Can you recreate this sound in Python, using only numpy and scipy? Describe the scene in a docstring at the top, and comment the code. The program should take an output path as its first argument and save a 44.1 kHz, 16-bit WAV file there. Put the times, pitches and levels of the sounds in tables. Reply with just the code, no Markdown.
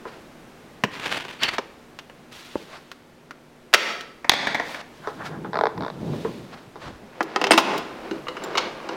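"""Inside a house, a plastic helmet is slapped and lifted; a charging plug is pulled from an electric
board and dropped. The board's handle sticks and slips, creaking as it is carried over a rug; a front
door is unlatched and swung open. Contacts ring each object's resonances, and rubbing is grainy noise
swelling with each stroke. The microphone is close: the hardest clacks overload it and duck its gain."""
import sys
import numpy as np
from scipy import signal
from scipy.fft import rfft, irfft
from scipy.io import wavfile
from scipy.ndimage import uniform_filter1d

SR = 44100
rng = np.random.default_rng(int(sys.argv[2]) if len(sys.argv) > 2 else 0)


def generate_wav(signal):
    """Clip the signal to [-1, 1] and save it as 16-bit WAV at the path in sys.argv[1]."""
    frames = np.transpose(np.atleast_2d(signal))
    scaled = np.clip(frames, -1, 1) * 32767
    pcm = np.round(scaled).astype(np.int16)
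    wavfile.write(sys.argv[1], SR, pcm)


N = 395136
TIME_S = np.arange(N) / SR


def from_db(db):
    """Decibels to gain."""
    return 10 ** (np.asarray(db) / 20)

def unit_rms(x):
    """Scale to rms 1."""
    return x / np.sqrt(np.mean(x ** 2) + 1e-20)

def at_hz(points, hz):
    """Interpolate along log frequency."""
    freqs, values = np.transpose(points)
    return np.interp(np.log(np.maximum(hz, 1)), np.log(freqs), values)

def band(x, low_hz, high_hz, order=3):
    """Butterworth band-pass."""
    return signal.sosfilt(signal.butter(order, [low_hz, high_hz], "band", fs=SR, output="sos"), x)

def coloured(x, spectrum):
    """Impose a spectrum; rms 1."""
    gain = from_db(at_hz(spectrum, np.fft.rfftfreq(N, 1 / SR)))
    return unit_rms(irfft(rfft(x) * gain, N))

def drift(rate_hz):
    """Ramps between Gaussian random values."""
    knots = rng.standard_normal(int(N / SR * rate_hz) + 2)
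    return np.interp(TIME_S * rate_hz, np.arange(len(knots)), knots)

def add(out, time_s, sound):
    """Mix in at time_s."""
    start = int(time_s * SR)
    out[start:start + len(sound)] += sound[:N - start]

def body(x, modes, direct):
    """Parallel resonators plus a direct path."""
    out = direct * x
    for hz, width_hz, db in modes:
        r = np.exp(-np.pi * width_hz / SR)
        numerator = np.array([1, 0, -1]) * (1 - r * r) / 2
        denominator = [1, -2 * r * np.cos(2 * np.pi * hz / SR), r * r]
        out = out + from_db(db) * signal.lfilter(numerator, denominator, x)
    return out

def contacts(rows, modes, clatter, t60_s, direct, low_hz, top_db, spread_db=2):
    """A click and dying clatter ring a body. Level: 400-2000 Hz peak; bass, treble relative to it."""
    out, t = np.zeros(N), TIME_S[:SR // 6]
    edges_hz = (low_hz, 400, 2000, 6000, 17000)
    for time_s, level_db, bass_db, treble_db in rows:
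        force = clatter * rng.standard_normal(len(t)) * from_db(-60 * t / t60_s)
        force[0] += 1
        # each strike point weights the modes differently
        struck = [(hz, width_hz, db + spread_db * rng.standard_normal()) for hz, width_hz, db in modes]
        ring = body(force, struck, direct)
        bass, middle, treble, top = [band(ring, low, high) for low, high in zip(edges_hz, edges_hz[1:])]
        hit = middle / np.abs(middle).max()
        for part, db, window in ((bass, bass_db, SR // 50), (treble, treble_db, SR // 300),
                                 (top, treble_db + top_db, SR // 300)):
            max_rms = np.sqrt(uniform_filter1d(part ** 2, window, mode="constant").max())
            hit = hit + from_db(db) * part / max_rms
        add(out, time_s, from_db(level_db) * hit)
    return out

def with_bass(rows, bass_db):
    """Give all contacts of one part the same bass share."""
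    return [(time_s, level_db, bass_db, treble_db) for time_s, level_db, treble_db in rows]

def friction(spectrum, grains_per_s, grain_gain, uneven_db, uneven_hz=50):
    """Sliding surfaces: hiss and tiny catches under unsteady pressure."""
    catches = (rng.random(N) < grains_per_s / SR) * rng.laplace(size=N)
    force = rng.standard_normal(N) + grain_gain * unit_rms(catches)
    pressure = from_db(uneven_db * drift(uneven_hz))
    return coloured(force * pressure, spectrum)

def strokes(rows, range_db=20, roundness=1.44):
    """Gain of slides that speed up to a crest and slow down; rise and fall each span range_db."""
    power = 0
    for crest_s, db, rise_s, fall_s in rows:
        away = np.maximum((crest_s - TIME_S) / rise_s, (TIME_S - crest_s) / fall_s)
        power = power + from_db(db - range_db * np.minimum(away, 10) ** roundness) ** 2
    return np.sqrt(power)


# house air (time [s], level [dB])
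AIR_LEVEL = [(0, -46.5), (2.2, -49.5), (3.3, -52), (5, -48), (7.3, -49.5), (8, -45), (8.96, -46)]
# its spectrum (frequency [Hz], gain [dB])
AIR_SPECTRUM = [(25, -8), (80, -10), (150, -3.5), (350, -2.5), (550, -6), (1000, -11), (2000, -15.5),
                (5000, -25), (16000, -37.5)]
def house_air():
    """Low noise, swelling as the door opens."""
    times_s, levels_db = np.transpose(AIR_LEVEL)
    gain = from_db(np.interp(TIME_S, times_s, levels_db))
    return gain * coloured(rng.standard_normal(N), AIR_SPECTRUM)

# hum tones (frequency [Hz], level [dB])
HUM_TONES = [(150.7, -58.5), (242.2, -54.5), (360.7, -60.5)]
def house_hum(gain_db=-3, waver_db=2, waver_hz=4.3):
    """Faint low tones, wavering slightly."""
    return sum(from_db(db + gain_db + waver_db * drift(waver_hz)) * np.sin(2 * np.pi * hz * TIME_S)
               for hz, db in HUM_TONES)

# rubs on casings (crest [s], level [dB], rise [s], fall [s])
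GRIP_STROKES = [(0.09, -42, 0.051, 0.17), (2.76, -41, 0.08, 0.045), (4.814, -38, 0.3, 0.0058),
                (5.27, -33, 0.041, 0.031), (6.54, -43.5, 0.065, 0.13), (6.845, -35, 0.055, 0.14)]
# their spectrum (frequency [Hz], gain [dB])
GRIP_SPECTRUM = [(200, -52), (500, -1.5), (1400, -3), (2500, -10.5), (4400, -14.5), (8000, -29.5),
                 (16000, -50)]
def grip_rub():
    """Hand and clothes rub hard casings."""
    rub = friction(GRIP_SPECTRUM, grains_per_s=1200, grain_gain=0.5, uneven_db=3)
    return strokes(GRIP_STROKES) * rub

# knocks on the board (time [s], level [dB], bass [dB], treble [dB])
BOARD_KNOCKS = [(0.054, -22, -17.5, -32), (5.0735, -12.5, -30, -24.5), (5.447, -22.5, -39, -43),
                (6.135, -26.5, -6, -34), (6.249, -18, -5.5, -41), (6.757, -27, -16, -22.5)]
# its housing (frequency [Hz], width [Hz], gain [dB])
BOARD_MODES = [(447, 59, 27), (650, 125, 23.5), (842, 89, 22.5), (987, 140, 22.5), (1260, 110, 11),
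               (3600, 510, 18)]
def board_knocks():
    """The hollow housing is knocked as it is gripped and carried."""
    return contacts(BOARD_KNOCKS, BOARD_MODES,
                    clatter=0.055, t60_s=0.15, direct=0.47, low_hz=70, top_db=-30)

# taps on the helmet (time [s], level [dB], bass [dB], treble [dB])
HELMET_TAPS = [(0.8375, -2.5, -20.5, -15.5), (1.251, -24, -20.5, -12.5), (1.434, -20.5, -30, 7),
               (1.989, -26, -35, -7.5), (2.098, -30.5, -22, -15)]
# its shell (frequency [Hz], width [Hz], gain [dB])
HELMET_MODES = [(209, 52, 8.5), (574, 560, 7.5), (1030, 160, 6), (1650, 850, 6.5), (2870, 460, 17)]
def helmet_taps():
    """A hand slaps the plastic shell, shifts grip and takes it off the bench."""
    return contacts(HELMET_TAPS, HELMET_MODES,
                    clatter=0.1, t60_s=0.05, direct=0.54, low_hz=128, top_db=-19)

# palm scuffs (crest [s], level [dB], rise [s], fall [s])
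PALM_STROKES = [(0.94, -35.5, 0.042, 0.13), (1.068, -26.5, 0.091, 0.049), (1.118, -28, 0.022, 0.063),
                (1.16, -28.5, 0.048, 0.1), (1.31, -37.5, 0.08, 0.11), (1.538, -29.5, 0.044, 0.042)]
# shell friction (frequency [Hz], gain [dB])
SHELL_SPECTRUM = [(60, -19), (130, -3), (800, -1.5), (1700, 0), (3100, -1), (5400, -14.5), (16000, -34.5)]
def palm_rub():
    """The palm scuffs over the helmet."""
    rub = friction(SHELL_SPECTRUM, grains_per_s=1900, grain_gain=1.05, uneven_db=2.9, uneven_hz=150)
    return strokes(PALM_STROKES) * rub

# finger skids (crest [s], level [dB], rise [s], fall [s])
SKID_STROKES = [(1.437, -20.5, 0.036, 0.057), (1.487, -19.5, 0.011, 0.017)]
# shell ring (frequency [Hz], width [Hz], gain [dB])
SKID_MODES = [(1820, 820, 2), (2920, 610, -1), (4420, 190, 13)]
def helmet_skids():
    """Fingers skid fast over the lifting shell and ring it."""
    rub = friction(SHELL_SPECTRUM, grains_per_s=3500, grain_gain=0.9, uneven_db=2)
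    return strokes(SKID_STROKES) * unit_rms(body(rub, SKID_MODES, direct=1))

# lift-off knock (time [s], level [dB], bass [dB], treble [dB])
HELMET_LIFT = [(1.583, -9.5, -21.5, -13.5)]
# open shell and the air inside (frequency [Hz], width [Hz], gain [dB])
CAVITY_MODES = [(507, 160, 26.5), (940, 210, 18.5)]
def helmet_lift():
    """The helmet leaves the cushion with a hollow knock."""
    return contacts(HELMET_LIFT, CAVITY_MODES,
                    clatter=0.21, t60_s=0.043, direct=0.17, low_hz=195, top_db=-25)

# sleeve passes (crest [s], level [dB], rise [s], fall [s])
SLEEVE_STROKES = [(2.325, -44.5, 0.014, 0.44), (2.55, -48, 0.24, 0.45), (4.72, -40, 0.15, 0.098),
                  (5.1, -52, 0.32, 0.41), (5.263, -42, 0.025, 0.045), (6.22, -46, 0.37, 0.42)]
# their spectrum (frequency [Hz], gain [dB])
SLEEVE_SPECTRUM = [(600, -4), (1300, 3), (3700, 3.5), (8000, -10.5), (16000, -19)]
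def sleeve_brush():
    """Cloth brushes past."""
    rub = friction(SLEEVE_SPECTRUM, grains_per_s=2000, grain_gain=0.5, uneven_db=1.3)
    return strokes(SLEEVE_STROKES) * rub

# finger bump (time [s], level [dB], bass [dB], treble [dB])
RIM_BUMP = [(2.5555, -17.5, -6, -30)]
# board rim (frequency [Hz], width [Hz], gain [dB])
RIM_MODES = [(297, 250, -4), (580, 71, 21), (870, 87, 23)]
def rim_bump():
    """Fingers bump the rim while taking the plug."""
    return contacts(RIM_BUMP, RIM_MODES, clatter=0.077, t60_s=0.029, direct=0.13, low_hz=60, top_db=-10)

# plug ticks (time [s], level [dB], treble [dB])
PLUG_TICKS = [(2.916, -26.5, -8.5), (3.309, -22.5, -18), (4.009, -29, -3)]
# plug in its socket (frequency [Hz], width [Hz], gain [dB])
SOCKET_MODES = [(560, 250, 0.5), (1345, 260, 11), (1890, 650, 4), (2840, 1600, 7.5)]
def plug_ticks():
    """The plug is worked loose and carried off."""
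    return contacts(with_bass(PLUG_TICKS, -26.5), SOCKET_MODES,
                    clatter=0.11, t60_s=0.047, direct=1.4, low_hz=252, top_db=-15.5)

# release clicks (time [s], level [dB], treble [dB])
PLUG_CLICKS = [(3.730, -13.5, -15), (3.738, 2.5, -6.5), (3.7435, 6, -6.5)]
def plug_snap():
    """The plug snaps out of its socket."""
    return contacts(with_bass(PLUG_CLICKS, -29), SOCKET_MODES,
                    clatter=0.91, t60_s=0.047, direct=0.53, low_hz=208, top_db=-16)

# bounces (time [s], level [dB], treble [dB])
PLUG_BOUNCES = [(4.245, -19, -22), (4.295, 6, -3), (4.317, 3.5, -8), (4.336, 2.5, -9.5),
                (4.471, -7.5, -13.5), (4.546, -12, -12.5), (4.553, -15, -14.5), (4.598, -12.5, -19.5),
                (4.667, -31, -12), (4.745, -24, -9)]
# loose plug (frequency [Hz], width [Hz], gain [dB])
PLUG_MODES = [(287, 46, 7.5), (760, 640, 10), (1870, 450, 14), (3420, 320, 11)]
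def plug_drop():
    """The plug lands and bounces to rest."""
    return contacts(with_bass(PLUG_BOUNCES, -24.5), PLUG_MODES,
                    clatter=0.19, t60_s=0.038, direct=0.3, low_hz=25, top_db=-19.5)

# finger slides (crest [s], level [dB], rise [s], fall [s])
HANDLE_STROKES = [(5.05, -35.5, 0.026, 0.18), (5.235, -34, 0.063, 0.2)]
# handle hollow (frequency [Hz], gain [dB])
HANDLE_SPECTRUM = [(300, -28), (650, 0), (1600, 0), (2400, -18), (9000, -47)]
def handle_rub():
    """Fingers slide into the board's handle."""
    rub = friction(HANDLE_SPECTRUM, grains_per_s=730, grain_gain=0.35, uneven_db=5.5)
    return strokes(HANDLE_STROKES) * rub

# weight shifts (crest [s], level [dB], rise [s], fall [s])
RUMBLE_STROKES = [(5.39, -36, 0.4, 0.53), (5.81, -27.5, 0.089, 0.075), (6.11, -30.5, 0.32, 0.52),
                  (6.87, -39, 0.069, 0.11), (7.035, -38, 0.043, 0.041)]
# their spectrum (frequency [Hz], gain [dB])
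RUMBLE_SPECTRUM = [(25, -38), (90, -17), (145, -6.5), (330, -12), (1000, -28.5), (2500, -67)]
def board_rumble():
    """The board rumbles as its weight shifts."""
    rub = friction(RUMBLE_SPECTRUM, grains_per_s=1300, grain_gain=0.83, uneven_db=2.5)
    return strokes(RUMBLE_STROKES) * rub

# two creaks, each at start, turn and end (time [s], slip interval [s], level [dB])
CREAKS = [
    [(5.532, .0108, -16), (5.612, .026, -5), (5.675, .008, -8)],
    [(5.778, .030, -22), (5.815, .011, -19), (5.905, .023, -19.5)],
]
def handle_creak(bass_db=-30, treble_db=-26.5, dulling=0.38, cutoff_hz=5400):
    """Stick-slip of the loaded handle knocks the housing; strong slips move it all and sound duller."""
    slips = []
    for creak in CREAKS:
        times_s, intervals_s, levels_db = np.transpose(creak)
        time_s = times_s[0]
        while time_s <= times_s[-1]:
            db = np.interp(time_s, times_s, levels_db)
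            slips.append((time_s, db, bass_db, treble_db - dulling * db))
            time_s += np.interp(time_s, times_s, intervals_s)
    knocks = contacts(slips, BOARD_MODES, clatter=0.1, t60_s=0.022, direct=0.1, low_hz=200, top_db=-40)
    return signal.sosfilt(signal.butter(6, cutoff_hz, fs=SR, output="sos"), knocks)

# steps on the rug (time [s], level [dB])
STEPS = [(6.851, -41), (6.911, -39)]
def footfalls(swell_s=0.013):
    """A sole settles softly; the floor thuds."""
    out, t = np.zeros(N), TIME_S[:SR // 3]
    for time_s, db in STEPS:
        force = rng.standard_normal(len(t)) * t * np.exp(-t / swell_s)
        thud = band(force, 46, 103, order=2)
        add(out, time_s, from_db(db) * thud / np.abs(thud).max())
    return out

# lever notches (time [s], level [dB], treble [dB])
LEVER_CLICKS = [(7.207, -5, -26), (7.361, -6.5, -13), (7.415, -9.5, -11), (7.441, -8.5, -8),
                (7.469, -11.5, -11)]
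# wooden door panels (frequency [Hz], width [Hz], gain [dB])
PANEL_MODES = [(332.7, 15, 19), (395.3, 19, 20.5), (512, 21, 18.5)]
# lock and strike plate (frequency [Hz], width [Hz], gain [dB])
LOCK_MODES = [(770, 380, 22.5), (1010, 50, 23), (1249, 86, 22), (1850, 740, 15.5), (2630, 170, 17),
              (3086, 85, 16.5), (4850, 150, 9)]
def lever_clicks():
    """The thumb lever goes down notch by notch, ringing lock and door."""
    return contacts(with_bass(LEVER_CLICKS, -22), PANEL_MODES + LOCK_MODES,
                    clatter=0.11, t60_s=0.04, direct=0.13, low_hz=187, top_db=-21)

# lock ticks (time [s], level [dB], treble [dB])
BRASS_TICKS = [(7.228, -30.5, -5.5), (7.356, -33, -22), (7.602, -19, -3), (7.779, -33, 2), (8.438, -39, 3)]
# loose brass handle (frequency [Hz], width [Hz], gain [dB])
BRASS_MODES = [(1080, 440, 16), (2100, 160, 12), (2870, 170, 23), (3790, 250, 15), (5040, 79, 5.5)]
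def brass_ticks():
    """The lock's brass parts touch lightly."""
    return contacts(with_bass(BRASS_TICKS, -5.5), BRASS_MODES,
                    clatter=0.42, t60_s=0.043, direct=9.8, low_hz=306, top_db=-8)

# latch impacts (time [s], level [dB], treble [dB])
LATCH_CLACKS = [(7.508, 3.5, -14.5), (7.518, 4.5, -6), (7.533, 3.5, -11.5), (7.577, 7, -8),
                (7.583, 4, -5.5)]
def latch_clacks():
    """The latch lets go; the door jumps in its frame."""
    return contacts(with_bass(LATCH_CLACKS, -16.5), PANEL_MODES + LOCK_MODES,
                    clatter=0.53, t60_s=0.073, direct=0.26, low_hz=185, top_db=-16)

# ringing lock parts (time [s], frequency [Hz], level [dB], t60 [s])
LOCK_PINGS = [(7.5111, 8610, -10, 0.093), (7.515, 5000, -8, 0.066), (8.437, 7300, -34, 0.052)]
def lock_pings():
    """Struck springs and brass plates ring on."""
    out, t = np.zeros(N), TIME_S[:SR // 3]
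    for time_s, hz, db, t60_s in LOCK_PINGS:
        add(out, time_s, from_db(db - 60 * t / t60_s) * np.sin(2 * np.pi * hz * t))
    return out

# door rubs (crest [s], level [dB], rise [s], fall [s])
SWEEP_STROKES = [(7.73, -21.5, 0.48, 0.068), (8.06, -37.5, 0.6, 0.39), (8.46, -33.5, 0.21, 0.2),
                 (8.6, -30.5, 0.16, 0.24), (8.93, -33.5, 0.3, 0.35)]
# their spectrum (frequency [Hz], gain [dB])
SWEEP_SPECTRUM = [(80, -30), (170, 0.5), (450, 7), (1100, 2), (2500, -7), (5300, -18.5), (8000, -36),
                  (16000, -75)]
def door_sweep():
    """Friction on frame and sill drives the panels."""
    rub = friction(SWEEP_SPECTRUM, grains_per_s=590, grain_gain=0.5, uneven_db=1.5)
    return strokes(SWEEP_STROKES) * unit_rms(body(rub, PANEL_MODES, direct=12))

# door knocks (time [s], level [dB], bass [dB], treble [dB])
DOOR_KNOCKS = [(8.111, -21, -5, -12), (8.269, -22, -32, -30), (8.283, -18, -32, -10),
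               (8.368, -21.5, -32, -16.5), (8.553, -13.5, -27, -13), (8.574, -13.5, -30, -6.5),
               (8.579, -11.5, -32, -4), (8.889, -20.5, -12.5, -12)]
def door_rattle():
    """Panels and handle rattle as the door swings."""
    return contacts(DOOR_KNOCKS, PANEL_MODES + BRASS_MODES,
                    clatter=0.77, t60_s=0.044, direct=1.5, low_hz=158, top_db=-27)

# room decay (frequency [Hz], t60 [s])
ROOM_T60 = [(120, 0.95), (500, 0.62), (3500, 0.56), (14000, 0.5)]
def room(x, build_s=0.0013, dull_hz=6500):
    """Diffuse reflections build fast and die sooner in the treble."""
    t, edges_hz, echo = TIME_S[:SR], np.geomspace(130, 18000, num=9), 0
    for low, high in zip(edges_hz, edges_hz[1:]):
        hz = np.sqrt(low * high)
        decay = from_db(-60 * t / at_hz(ROOM_T60, hz))
        echo = echo + band(rng.standard_normal(SR), low, high) * decay / np.hypot(1, hz / dull_hz)
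    echo = echo * (1 - np.exp(-t / build_s))
    return signal.fftconvolve(x, echo / np.sqrt(np.sum(echo ** 2)))[:N]

def smooth_room(x, mix_hz=320, spread_rad=1.2):
    """Two reverbs share the sound in a fast random mix, so the tail is smooth rather than ringing."""
    mix_rad = spread_rad * drift(mix_hz)
    return room(x * np.cos(mix_rad)) + room(x * np.sin(mix_rad))

def scene():
    """Close handling and its reflections, plus steps, air and hum; mono."""
    # (sound, room send [dB])
    parts = [(helmet_taps() + helmet_lift(), -19),
             (plug_ticks(), -20), (plug_snap(), -10), (plug_drop(), -9.5),
             (board_knocks() + handle_creak(), -17),
             (lever_clicks(), -18), (latch_clacks(), -13.5), (brass_ticks() + lock_pings(), -18),
             (rim_bump(), -20), (door_rattle(), -11),
             (palm_rub() + helmet_skids() + sleeve_brush() + grip_rub(), -18),
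             (handle_rub() + door_sweep() + board_rumble(), -18)]
    near = sum(sound for sound, _ in parts)
    sent = sum(sound * from_db(send_db) for sound, send_db in parts)
    return (near + house_air() + smooth_room(sent) + footfalls() + house_hum())[None]

def record(dry, threshold_db=-4, release_db_per_s=85, attack_s=0.004, stopband_hz=16800):
    """A limiter ducks on loud clacks and recovers; overshoot is clipped, then all is low-passed."""
    over_db = np.maximum(20 * np.log10(np.abs(dry[0]) + 1e-9) - threshold_db, 0)
    release_db = release_db_per_s * TIME_S
    held_db = np.maximum.accumulate(over_db + release_db) - release_db
    pole = np.exp(-1 / (attack_s * SR))
    duck_db = signal.lfilter([1 - pole], [1, -pole], held_db)
    clipped = np.clip(dry * from_db(-duck_db), -1, 1)
    return signal.sosfilt(signal.cheby2(14, 60, stopband_hz, fs=SR, output="sos"), clipped)


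dry = scene()
out = record(dry)
generate_wav(out)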